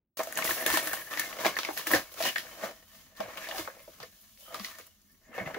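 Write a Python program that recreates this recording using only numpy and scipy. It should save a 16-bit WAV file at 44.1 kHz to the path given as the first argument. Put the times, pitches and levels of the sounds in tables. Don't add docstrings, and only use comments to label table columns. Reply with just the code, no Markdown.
import sys
import numpy as np
from scipy import signal
from scipy.fft import rfft, irfft, next_fast_len
from scipy.io import wavfile
from scipy.ndimage import uniform_filter1d

SR = 44100
rng = np.random.default_rng(int(sys.argv[2]) if len(sys.argv) > 2 else 0)


def transcribe(u):
    v = np.clip(np.atleast_2d(u).T, -1, 1)
    q = np.round(v * 32767).astype(np.int16)
    wavfile.write(sys.argv[1], SR, q)


def volts(x):
    e = np.asarray(x, float) / 20
    return 10 ** e


N = 246078
EVENT_N = 5000


def rms_one(x):
    return x / np.sqrt(np.mean(x ** 2) + 1e-20)


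def drift(rate):
    knots = rng.standard_normal(200)
    return np.interp(np.arange(N) / SR * rate, np.arange(200), knots)


def colour(x, points, share=1):
    size = next_fast_len(N + 4096)
    hz, db = np.transpose(points)
    bin_hz = np.arange(size // 2 + 1) * SR / size
    gain = volts(share * np.interp(np.log(bin_hz + 1), np.log(hz), db))
    return irfft(rfft(x, size) * gain, size)[..., :N]


def band(x, low_hz, high_hz, order=2):
    return signal.sosfilt(signal.butter(order, [low_hz, high_hz], "band", fs=SR, output="sos"), x)


def peak_filter(hz, width):
    r = np.exp(-np.pi * width / SR)
    zeros = np.array([1, 0, -1]) * (1 - r * r) / 2
    return zeros, [1, -2 * r * np.cos(2 * np.pi * hz / SR), r * r]


def resonance(x, hz, width):
    return signal.lfilter(*peak_filter(hz, width), x)


def wandering(x, hz, width, size=256):
    out, state = np.zeros_like(x), np.zeros((2, 2))
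    for i in range(0, N, size):
        zeros, poles = peak_filter(hz[i], width)
        out[:, i:i + size], state = signal.lfilter(zeros, poles, x[:, i:i + size], zi=state)
    return out


def buckles(per_s, spread_db, t60):
    struck = rng.random(N) < per_s / SR
    sizes = volts(2 * spread_db * np.minimum(rng.exponential(1, N), 4)) * struck
    power = signal.lfilter([1], [1, -volts(-120 / (t60 * SR))], sizes + 1e-9)
    return np.sqrt(power / uniform_filter1d(power, size=3000))


def swell(s, rise, fall):
    t = np.arange(0, N + 16, 16) / SR - s
    times = np.where(t < 0, -t / max(rise, .005), t / max(fall, .005))
    return np.repeat(volts(-40 * times), 16)[:N]


def kicks(table, click):
    noise = rng.standard_normal((len(table), 2, EVENT_N))
    noise[:, :, 0] = click * np.sign(noise[:, :, 0])
    return noise


def add(out, s, peak_db, sound):
    at = round(s * SR)
    out[:, at:at + EVENT_N] += volts(peak_db) * sound / np.abs(sound[0]).max()


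def empty_events():
    return np.zeros((2, N + EVENT_N)), np.arange(EVENT_N) / SR


def handling():
    # over_sheet_db, share of the fibre level it follows
    layers = [(-6.5, -0.33), (-1, 0.0), (-5, 0.7579), (0, 1.0)]
    # time_s, sheet_db, fibre_share_db
    holding = [(0.17, -48.5, 7.5), (0.3, -45.5, -1.5), (0.9, -63, 1), (1.095, -80, -2), (1.35, -55, -7),
               (1.75, -49.5, 6.5), (2.07, -60.5, 7.5), (2.17, -57, 7.5), (2.55, -54, 4), (2.77, -60.5, 4),
               (3.14, -84, 4.5), (3.3, -47, -7.5), (3.72, -64, 5), (3.91, -63.5, 9), (4.12, -66, 9),
               (4.33, -69.5, 13), (4.85, -70.5, 12.5), (5.0, -75.5, 6.5), (5.29, -72, 6)]
    # peak_s, sheet_db, fibre_share_db,
    # rise_s, fall_s
    grips = [(0.171, -41.5, 7, .005, 0.067), (0.205, -32, -10, 0.027, 0.038),
             (0.381, -34, -4.5, 0.057, 0.34), (0.46, -37, 4, 0.062, 0.36), (0.5, -35.5, 6, 0.045, 0.15),
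             (0.6, -37.5, -13, 0.12, 0.1), (0.665, -31.5, -3, 0.0094, 0.5), (0.75, -31, 3, 0.15, 0.11),
             (0.868, -41, 5.5, 0.031, 0.086), (0.936, -48, 11.5, 0.013, 0.13),
             (1.12, -41.5, -0.5, 0.026, 1), (1.201, -37, -0.5, 0.11, 0.17), (1.27, -46.5, -1, 0.23, 0.15),
             (1.409, -33.5, -3, 0.026, 0.14), (1.469, -28, -4.5, 0.065, 0.069),
             (1.572, -34, -3.5, 0.016, 0.033), (1.6, -44.5, 2.5, 0.024, 0.096),
             (1.651, -47, -5, 0.027, 0.14), (1.779, -38, 2.5, 0.032, 0.092), (1.871, -41, 14, 0.006, 0.074),
             (1.917, -35.5, -1.5, 0.035, 0.11), (1.942, -24.5, -3.5, 0.058, 0.086),
             (2.21, -42.5, 9.5, 0.05, 0.21), (2.274, -28, -1, 0.087, 0.042),
               (2.365, -36.5, -3.5, 0.018, 0.087), (2.48, -49, -6, 0.09, 0.21),
               (2.644, -37, -3, 0.072, 0.094), (2.97, -60.5, 9, 0.24, 0.26), (3.17, -54.5, 4, .015, 0.21),
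               (3.209, -39, -11, 0.021, 0.083), (3.44, -45, -1.5, 0.27, 0.39),
               (3.59, -38.5, 1.5, 0.14, 0.13), (4.032, -47.5, -5, 0.06, 0.034), (4.4, -65, 15, 0.014, 0.51),
               (4.548, -42, -3.5, 0.038, 0.19), (4.65, -46.5, 4.5, 0.09, 0.2),
               (4.79, -51.5, 1, 0.035, 0.089), (5.356, -47, -3.5, 0.03, 0.18), (5.39, -38, -22, 0.09, 0.16),
               (5.47, -39.5, -14, 0.035, 0.24), (5.58, -39, -20, 0.096, .1)]
    held_s, *held_levels = np.transpose(holding)
    held_db, held_fibre_db = [np.interp(np.arange(N) / SR, held_s, level) for level in held_levels]
    moves = grips
    swells = np.array([swell(s, rise, fall) for s, db, fibre_db, rise, fall in moves])
    db, fibre_db = np.array(moves)[:, 1:3].T
    gains = []
    for over_db, share in layers:
        held_power = volts(held_db + share * held_fibre_db) ** 2
        moved_power = volts(db + share * fibre_db) ** 2 @ swells
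        gains.append(volts(over_db) * np.sqrt(held_power + moved_power))
    return gains


def rustle():
    # pitch_hz, width_hz, level_db
    panels = [(307, 6.9, -17), (620, 460, -6), (1090, 400, -10), (1790, 100, -3.5), (2156, 61, -4),
              (2930, 51, -8.5)]
    # frequency_hz, density_db (per Hz)
    paper_colour = [(71, -57.5), (120, -10), (300, -9), (392, -11.5), (639, -6), (867, -14), (1090, -5),
                    (1500, -6), (1740, -3), (2000, -8), (3840, -4.5), (8520, -6.5), (15700, 3)]
    edges_hz = [130, 800, 2450, 7800, 19000]
    coarse = buckles(per_s=200, spread_db=4.0, t60=0.052)
    fine = buckles(per_s=660, spread_db=4.0, t60=0.13)
    noise = colour(rng.standard_normal((2, N)), paper_colour)
    ringing = 0
    for hz, width, db in panels:
        fold = np.tanh(drift(rate=16))
        pitch_hz = hz * (1 + .05 * fold[::-1])
        ringing = ringing + volts(db + 12.0 * fold) * wandering(noise * (0.43 + coarse), pitch_hz, width)
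    out = 0
    for k, gain in enumerate(handling()):
        fine_share = [.1, .3, .6, .8][k]
        shaken = noise * (1.37 + (1 - fine_share) * coarse + fine_share * fine)
        shaken = shaken + 3.96 * ringing
        layer = band(shaken, edges_hz[k], edges_hz[k + 1], order=3)
        out = out + volts(-1.5) * gain * layer / np.std(layer[0])
    return out


def snaps():
    # start_s, peak_db, pitch_hz, crack_db (under the peak)
    tearing = [(0.203, -18, 920, -39), (0.233, -29, 1110, -27), (0.272, -22, 670, -21.5),
               (0.325, -23, 1670, -14.5), (0.374, -18, 1510, -13.5), (0.388, -12, 1090, -23),
               (0.423, -17, 2170, -32), (0.443, -23.5, 600, -9), (0.475, -19, 1960, -28),
               (0.492, -16, 1110, -32), (0.508, -13.5, 1810, -45), (0.569, -24.5, 665, -49),
               (0.599, -22, 1790, -23.5), (0.664, -14, 1670, -10), (0.702, -14, 1090, -14.5),
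               (0.727, -24.5, 1110, -7), (0.74, -15, 1040, -16.5), (0.773, -11, 1210, -15.5),
               (0.873, -17, 1710, -15), (0.932, -16, 1620, -16.5)]
    # start_s, peak_db, pitch_hz, crack_db
    pulling = [(1.11, -42.5, 2240, -5), (1.137, -20, 1810, -55), (1.174, -18, 1790, -14),
               (1.195, -16, 1790, -8), (1.236, -24, 1790, -29), (1.328, -24.5, 1900, -31),
               (1.387, -36, 1130, -9), (1.401, -29, 1090, -12.5), (1.448, -14, 1720, -24),
               (1.456, -23, 633, -7), (1.465, -14, 2380, -10), (1.567, -13, 1790, -33),
               (1.588, -18.5, 1290, -8.5), (1.632, -25, 2530, -12), (1.649, -14.5, 2320, -17.5),
               (1.688, -17, 629, -32), (1.731, -38.5, 756, -26.5), (1.768, -28, 700, -25.5),
               (1.775, -23.5, 1884, -10), (1.796, -29, 1319, -9), (1.869, -16, 1720, -31.5),
               (1.914, -24, 2160, -7.5), (1.935, -8.5, 1790, -24), (1.949, -12, 1810, -13.5)]
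    # start_s, peak_db, pitch_hz, crack_db
    opening = [(2.119, -43, 525, -11), (2.143, -40.5, 597, -13), (2.182, -47, 660, 2),
               (2.204, -18.5, 666, -25), (2.225, -30.5, 572, 2), (2.252, -20, 1040, -11),
               (2.271, -25, 1730, -28), (2.288, -20.5, 2370, -13), (2.359, -12.5, 1780, -45),
               (2.382, -20, 1800, -11), (2.467, -33.5, 1740, -28), (2.636, -19.5, 662, -40.5),
               (3.164, -48, 2010, -11), (3.204, -22.5, 630, -18.5), (3.259, -30.5, 654, -35.5),
               (3.303, -39, 800, -11), (3.373, -29.5, 2400, -10.5), (3.416, -37, 2060, -14),
               (3.488, -30.5, 650, -9), (3.511, -22.5, 1820, -24), (3.523, -24.5, 770, -31),
               (3.545, -30, 780, -30), (3.582, -24, 1320, -10), (3.675, -24.5, 1060, -36),
               (3.68, -29, 538, -47), (3.7, -33, 1530, -25), (3.767, -38.5, 545, -34),
               (3.803, -45, 544, -6), (3.877, -34, 584, -34)]
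    # start_s, peak_db, pitch_hz, crack_db
    rummaging = [(4.002, -34, 690, -12), (4.029, -32.5, 1790, -10), (4.375, -64.5, 540, 8.5),
                 (4.466, -54.5, 1310, -5), (4.481, -40, 530, -24), (4.544, -23, 1234, -13),
                 (4.597, -28.5, 1140, -12.5), (4.646, -29, 2060, -8), (4.786, -33.5, 1187, -31),
                 (4.811, -46.5, 2090, -2), (5.35, -40, 590, -30), (5.38, -21.5, 620, -24),
                 (5.39, -30, 865, -41), (5.411, -29, 650, -32), (5.461, -24, 2047, -24),
                 (5.544, -23.5, 1530, -24), (5.567, -26.5, 430, -31)]
    crack_top_db = [2, -8, -5.5, -9]
    snap_t60_s = [.028, .03, .035, .035]
    tick_share = [0.36, 0.32, 0.1, 0.17]
    out, t = empty_events()
    stages = zip([tearing, pulling, opening, rummaging], crack_top_db, snap_t60_s, tick_share)
    for table, top_db, t60, share in stages:
        for (s, peak_db, hz, crack_db), n in zip(table, kicks(table, click=3.3)):
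            burst = n * volts(-60 * t / t60)
            tick = band(n * volts(-60 * t / (0.5 * t60)), 450, 1700)
            pop = resonance(burst, hz, 0.099 * hz) + share * tick
            add(out, s, peak_db - 6.0, band(pop, 0.51 * hz, 2.3 * hz))
            crack_decay = volts(-60 * t / (0.17 * t60)) + 0.27 * volts(-60 * t / (5.5 * t60))
            crack = np.roll(n, -1, axis=1) * crack_decay
            add(out, s, peak_db + crack_db + 7.5, band(crack, 2150, 5430))
            add(out, s, peak_db + crack_db + top_db + 14.0, band(crack, 7100, 22000))
    return out[:, :N]


def clicks():
    # start_s, peak_db,
    # centre_hz
    bundles = [(0.3738, -14, 1720), (0.3873, -23, 1090), (0.4222, -20, 2180), (0.4512, -12.5, 1200),
               (0.4781, -14.5, 2120), (0.4931, -18, 1100), (0.5749, -26, 1760), (0.6093, -31, 1790),
               (0.6627, -8.5, 1690), (0.7006, -24, 1090), (0.7729, -10, 1670), (0.8303, -31, 1750),
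               (0.8577, -26, 1800), (0.8722, -26, 1770), (0.9306, -29, 1500),
               (1.3876, -26, 1090), (1.4495, -13, 1700), (1.4578, -8, 1120), (1.4643, -6.5, 1700),
            (1.5662, -26, 1690), (1.5884, -16, 1700), (1.6327, -15, 2300), (1.6501, -17, 2320),
            (1.6883, -36, 999), (1.7739, -31, 3450), (1.775, -26, 1850), (1.795, -23.5, 1300),
            (1.869, -30.5, 1800), (1.9136, -17, 2200), (1.9345, -16, 1790), (2.0942, -38, 1110),
            (2.1412, -41.5, 1710), (2.173, -45, 1100), (2.203, -22, 1760), (2.2246, -20, 2820),
            (2.2367, -22, 1120), (2.3585, -21, 1690),
               (3.2598, -38, 1050), (3.3055, -34, 1350), (3.3556, -29, 1890), (3.3727, -24, 2380),
              (3.418, -39, 2590), (3.424, -25, 1860), (3.512, -38, 1860), (3.5774, -29, 1870),
              (3.583, -40, 1290), (3.6766, -26, 1060)]
    out, t = empty_events()
    table = bundles
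    for (s, peak_db, hz), n in zip(table, kicks(table, click=3.0)):
        crack = n * [[1], [.6]] * volts(-60 * t / .011)
        add(out, s, peak_db - 7.5, band(crack, 0.21 * hz, 1.8 * hz))
    return out[:, :N]


def ticks():
    # start_s, peak_db
    partings = [(0.234, -22), (0.443, -34), (1.197, -11.5), (1.87, -23), (2.141, -33), (4.545, -28.5),
                (4.786, -31), (4.867, -45), (5.017, -47)]
    out, t = empty_events()
    for (s, peak_db), n in zip(partings, kicks(partings, click=5.0)):
        add(out, s, peak_db, band(n * volts(-60 * t / 0.021), 6600, 19000))
    return out[:, :N]


def pops():
    # start_s, peak_db, pitch_hz, t60_s
    folds = [(0.355, -33.5, 6400, 0.013), (0.444, -30, 5200, 0.02), (0.575, -36, 2700, 0.022),
             (1.019, -47.5, 1820, 0.014), (1.213, -26.5, 1770, 0.06), (1.555, -35, 4500, 0.013),
             (1.912, -21, 1710, 0.039), (1.963, -25, 1640, 0.043), (1.972, -34, 1770, 0.018),
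             (2.237, -29.5, 4170, 0.025), (2.261, -31, 1850, 0.019), (2.293, -38, 2920, 0.025),
             (2.49, -43.5, 1210, 0.022), (4.646, -29, 2100, .014), (3.17, -48, 3950, 0.029),
             (3.224, -43, 694, 0.024), (3.278, -42, 390, 0.023), (3.375, -37, 2870, 0.063),
             (3.425, -37, 1760, 0.025), (3.44, -38, 2050, 0.025), (3.455, -47, 1810, .03),
             (3.47, -38, 1900, .03), (3.511, -31.5, 2980, .03), (3.562, -37, 755, .03),
             (3.578, -37.5, 600, 0.048), (3.6, -40, 1250, 0.034), (3.655, -49, 606, 0.02),
             (4.03, -40.5, 4800, 0.021), (4.437, -61, 3170, 0.038), (4.505, -45, 680, 0.081),
             (4.575, -40, 690, 0.025), (4.646, -33, 4300, .015), (4.724, -48, 1270, 0.044),
             (4.795, -50, 480, 0.029), (5.251, -55, 1880, 0.062), (5.315, -49, 556, .05),
             (5.338, -47, 2600, .04), (5.385, -35, 2140, 0.054), (5.468, -38, 2090, .03),
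             (5.544, -44.5, 3400, .03), (5.546, -33, 2060, 0.017), (1.456, -15.5, 610, 0.0099),
             (5.381, -29, 710, 0.016), (5.329, -47, 1200, 0.066), (5.499, -37, 890, 0.052),
             (3.886, -51, 380, .03), (0.932, -30, 796, 0.023), (1.795, -40, 1130, 0.029),
             (5.29, -51, 218, 0.079),
             (0.61, -28.5, 1800, .015),
        (1.774, -27, 1904, 0.012),
        (1.9354, -13, 1800, 0.025),
        (1.9415, -19, 547, .015),
        (4.03, -41, 470, .025),
    ]
    out, t = empty_events()
    table = folds
    for (s, peak_db, hz, t60), n in zip(table, kicks(table, click=2.5)):
        burst = n * np.minimum(t / .0012, 1) * volts(-60 * t / t60)
        add(out, s, peak_db, resonance(resonance(burst, hz, 0.14 * hz), hz, 0.87 * hz))
    return out[:, :N]


def thumps():
    # start_s, peak_db, pitch_hz
    blows = [(0.506, -28.5, 315), (0.665, -22, 436), (0.736, -21.5, 307), (0.867, -34, 306),
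             (1.461, -26.5, 337), (1.69, -33.5, 303), (1.871, -31.5, 313), (1.9347, -14, 298),
             (2.248, -42, 145), (2.633, -34.5, 208), (3.197, -35, 205), (3.59, -29.5, 313),
             (4.006, -47.5, 150), (4.6, -34, 205), (5.409, -33, 180), (5.464, -36, 161)]
    out, t = empty_events()
    for (s, peak_db, hz), n in zip(blows, kicks(blows, click=9.9)):
        boom = resonance(n * volts(-60 * t / 0.033), hz, 0.13 * hz)
        add(out, s, peak_db - 6.5, resonance(boom, hz, 1.0 * hz))
    return out[:, :N]


def lining():
    # peak_s, level_db, rise_s, fall_s
    peels = [(0.445, -30.5, .005, 0.27), (0.603, -34.5, .005, 0.067), (0.832, -35.5, .005, 0.36),
             (1.106, -45, .005, 0.11), (1.734, -41, .005, .04), (1.776, -32.5, .005, 0.036),
             (1.915, -24, .005, 0.071), (2.122, -44, .005, 0.037), (2.488, -56, .005, .05),
             (3.29, -59, .005, .05), (3.552, -45, .01, 0.054), (3.785, -61, .02, .04),
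             (3.826, -55, .005, 0.056), (3.9, -65, 0.018, 0.056), (4.0, -70, 0.029, 0.044),
             (4.215, -55, 0.033, 0.062), (4.39, -60.5, 0.023, 0.074), (4.11, -69, .05, 0.069),
             (4.46, -57, .06, .08), (4.868, -45, .005, 0.0083), (5.12, -64, .15, .12)]
    grain = buckles(per_s=580, spread_db=5.5, t60=.02)
    hiss = rms_one(band(rng.standard_normal((2, N)) * (1.5 + grain), 10300, 18000, order=3))
    return hiss * np.sqrt(sum(volts(db) ** 2 * swell(s, rise, fall) for s, db, rise, fall in peels))


def slides():
    # start_s, end_s, pitch_hz, width_hz, level_db
    strokes = [
        (4.38, 4.58, 580, 96, -66),
        (4.45, 4.57, 1260, 98, -55.5),
        (4.42, 4.56, 3100, 79, -61.5),
        (2.24, 2.31, 2880, 170, -35),
        (1.685, 1.72, 820, 170, -44),
        (3.41, 3.49, 2160, 710, -47),
        (3.5, 3.86, 2200, 160, -67),
        (5.40, 5.50, 130, 100, -48),
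    ]
    out, t = 0, np.arange(N) / SR
    for start, end, hz, width, db in strokes:
        stroke_power = np.sin(np.pi * np.clip((t - start) / (end - start), 0, 1)).clip(0)
        rub = rms_one(resonance(rng.standard_normal((2, N)), hz, width))
        out = out + volts(db) * np.sqrt(stroke_power) * rub
    return out


def room(x):
    t = np.arange(int(.4 * SR)) / SR
    t60_s = 0.16
    tail = rng.standard_normal((2, len(t))) * volts(-60 * t / t60_s) * (t > .004)
    tail = signal.lfilter([.6], [1, -.4], tail)
    return signal.fftconvolve(x, tail / np.sqrt(np.sum(tail[0] ** 2)), axes=1)[:, :N]


def rumble():
    # peak_s, level_db
    jolts = [
        (0.5, -52.5),
        (0.72, -48.5),
        (0.93, -56),
        (1.96, -41),
        (2.26, -65),
        (3.25, -50.5),
        (3.609, -48),
        (5.42, -60),
    ]
    rise_s, fall_s, steady_db = 0.059, 0.071, -73.5
    noise = rms_one(band(rng.standard_normal((2, N)), 28, 120))
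    noise = noise * [[1], [.4]] * volts(2.3 * drift(rate=8.4))
    power = volts(steady_db) ** 2 + sum(volts(db) ** 2 * swell(s, rise_s, fall_s) for s, db in jolts)
    return volts(-5.5) * np.sqrt(power) * noise


def room_tone():
    # pitch_hz, width_hz, level_db
    house_hum = [(46, 2.8, -72.5), (83, 5.3, -76), (205, 6.9, -78.5)]
    # frequency_hz, density_db (per Hz)
    tone_colour = [(15, -33.5), (25, -7), (96, -13.5), (113, -15.5), (205, -2.5), (391, -20), (670, -20),
                   (926, -37), (1210, -25.5), (1770, -20), (2140, -19.5), (2380, -32.5), (3030, -21),
                   (7300, -14.5), (7900, -28), (9800, -24), (11500, -17.5), (15700, -21.5)]
    edges_hz = [10, 700, 1500, 2500, 3300, 4300, 5800, 7500, 9000, 11000, 20000]
    white = rng.standard_normal((2, N))
    hums = sum(volts(db) * rms_one(resonance(white, hz, width)) for hz, width, db in house_hum)
    together = drift(rate=15)
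    steady = colour(rng.standard_normal((2, N)), tone_colour)
    hiss = 0
    for low, high in zip(edges_hz, edges_hz[1:]):
        hiss = hiss + volts(2.5 * drift(rate=33)) * band(steady, low, high)
    return volts(-68.5 + 4 * together) * rms_one(hiss) + hums


def scene():
    # frequency_hz, side_minus_mid_db
    width = [(60, -6.5), (150, -11), (380, -10.5), (950, -7), (2380, -5.5), (5980, 1.5), (15000, -1)]
    # frequency_hz, left_minus_right_db
    lean = [(60, 1.5), (180, -1.5), (550, 0), (1650, 1.5), (4970, 0.5), (15000, 2)]
    paper = rustle() + snaps() + clicks() + ticks() + pops() + thumps() + lining() + slides()
    mid, side = paper + volts(-11.5) * room(paper) + rumble() + room_tone()
    side = colour(side, width)
    left = colour(mid + side, lean, share=0.085)
    right = np.roll(colour(mid - side, lean, share=-0.81), 2)
    heard = np.array([left, right])
    hum = volts(-87.5) * rms_one(band(rng.standard_normal(N), 38, 240))
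    cut_in = np.clip((np.arange(N) / SR - 0.17) / 0.0018, 0, 1)
    return heard * cut_in + hum * (1 - cut_in)


def roll_off(x):
    return signal.sosfilt(signal.butter(12, 16990, fs=SR, output="sos"), x)


def record(dry):
    # frequency_hz, gain_db
    microphone = [(4500, 0), (6900, 1), (7600, -3.5), (8500, -4), (10300, -3.5), (11500, -1), (13000, -5),
                  (15400, -3)]
    # frequency_hz, gain_db
    top_cut = [(15740, 0), (15870, -50), (16800, -52), (17000, -80)]
    mix = colour(colour(dry, microphone), top_cut)
    return roll_off(mix)


dry = scene()
out = record(dry)
transcribe(out)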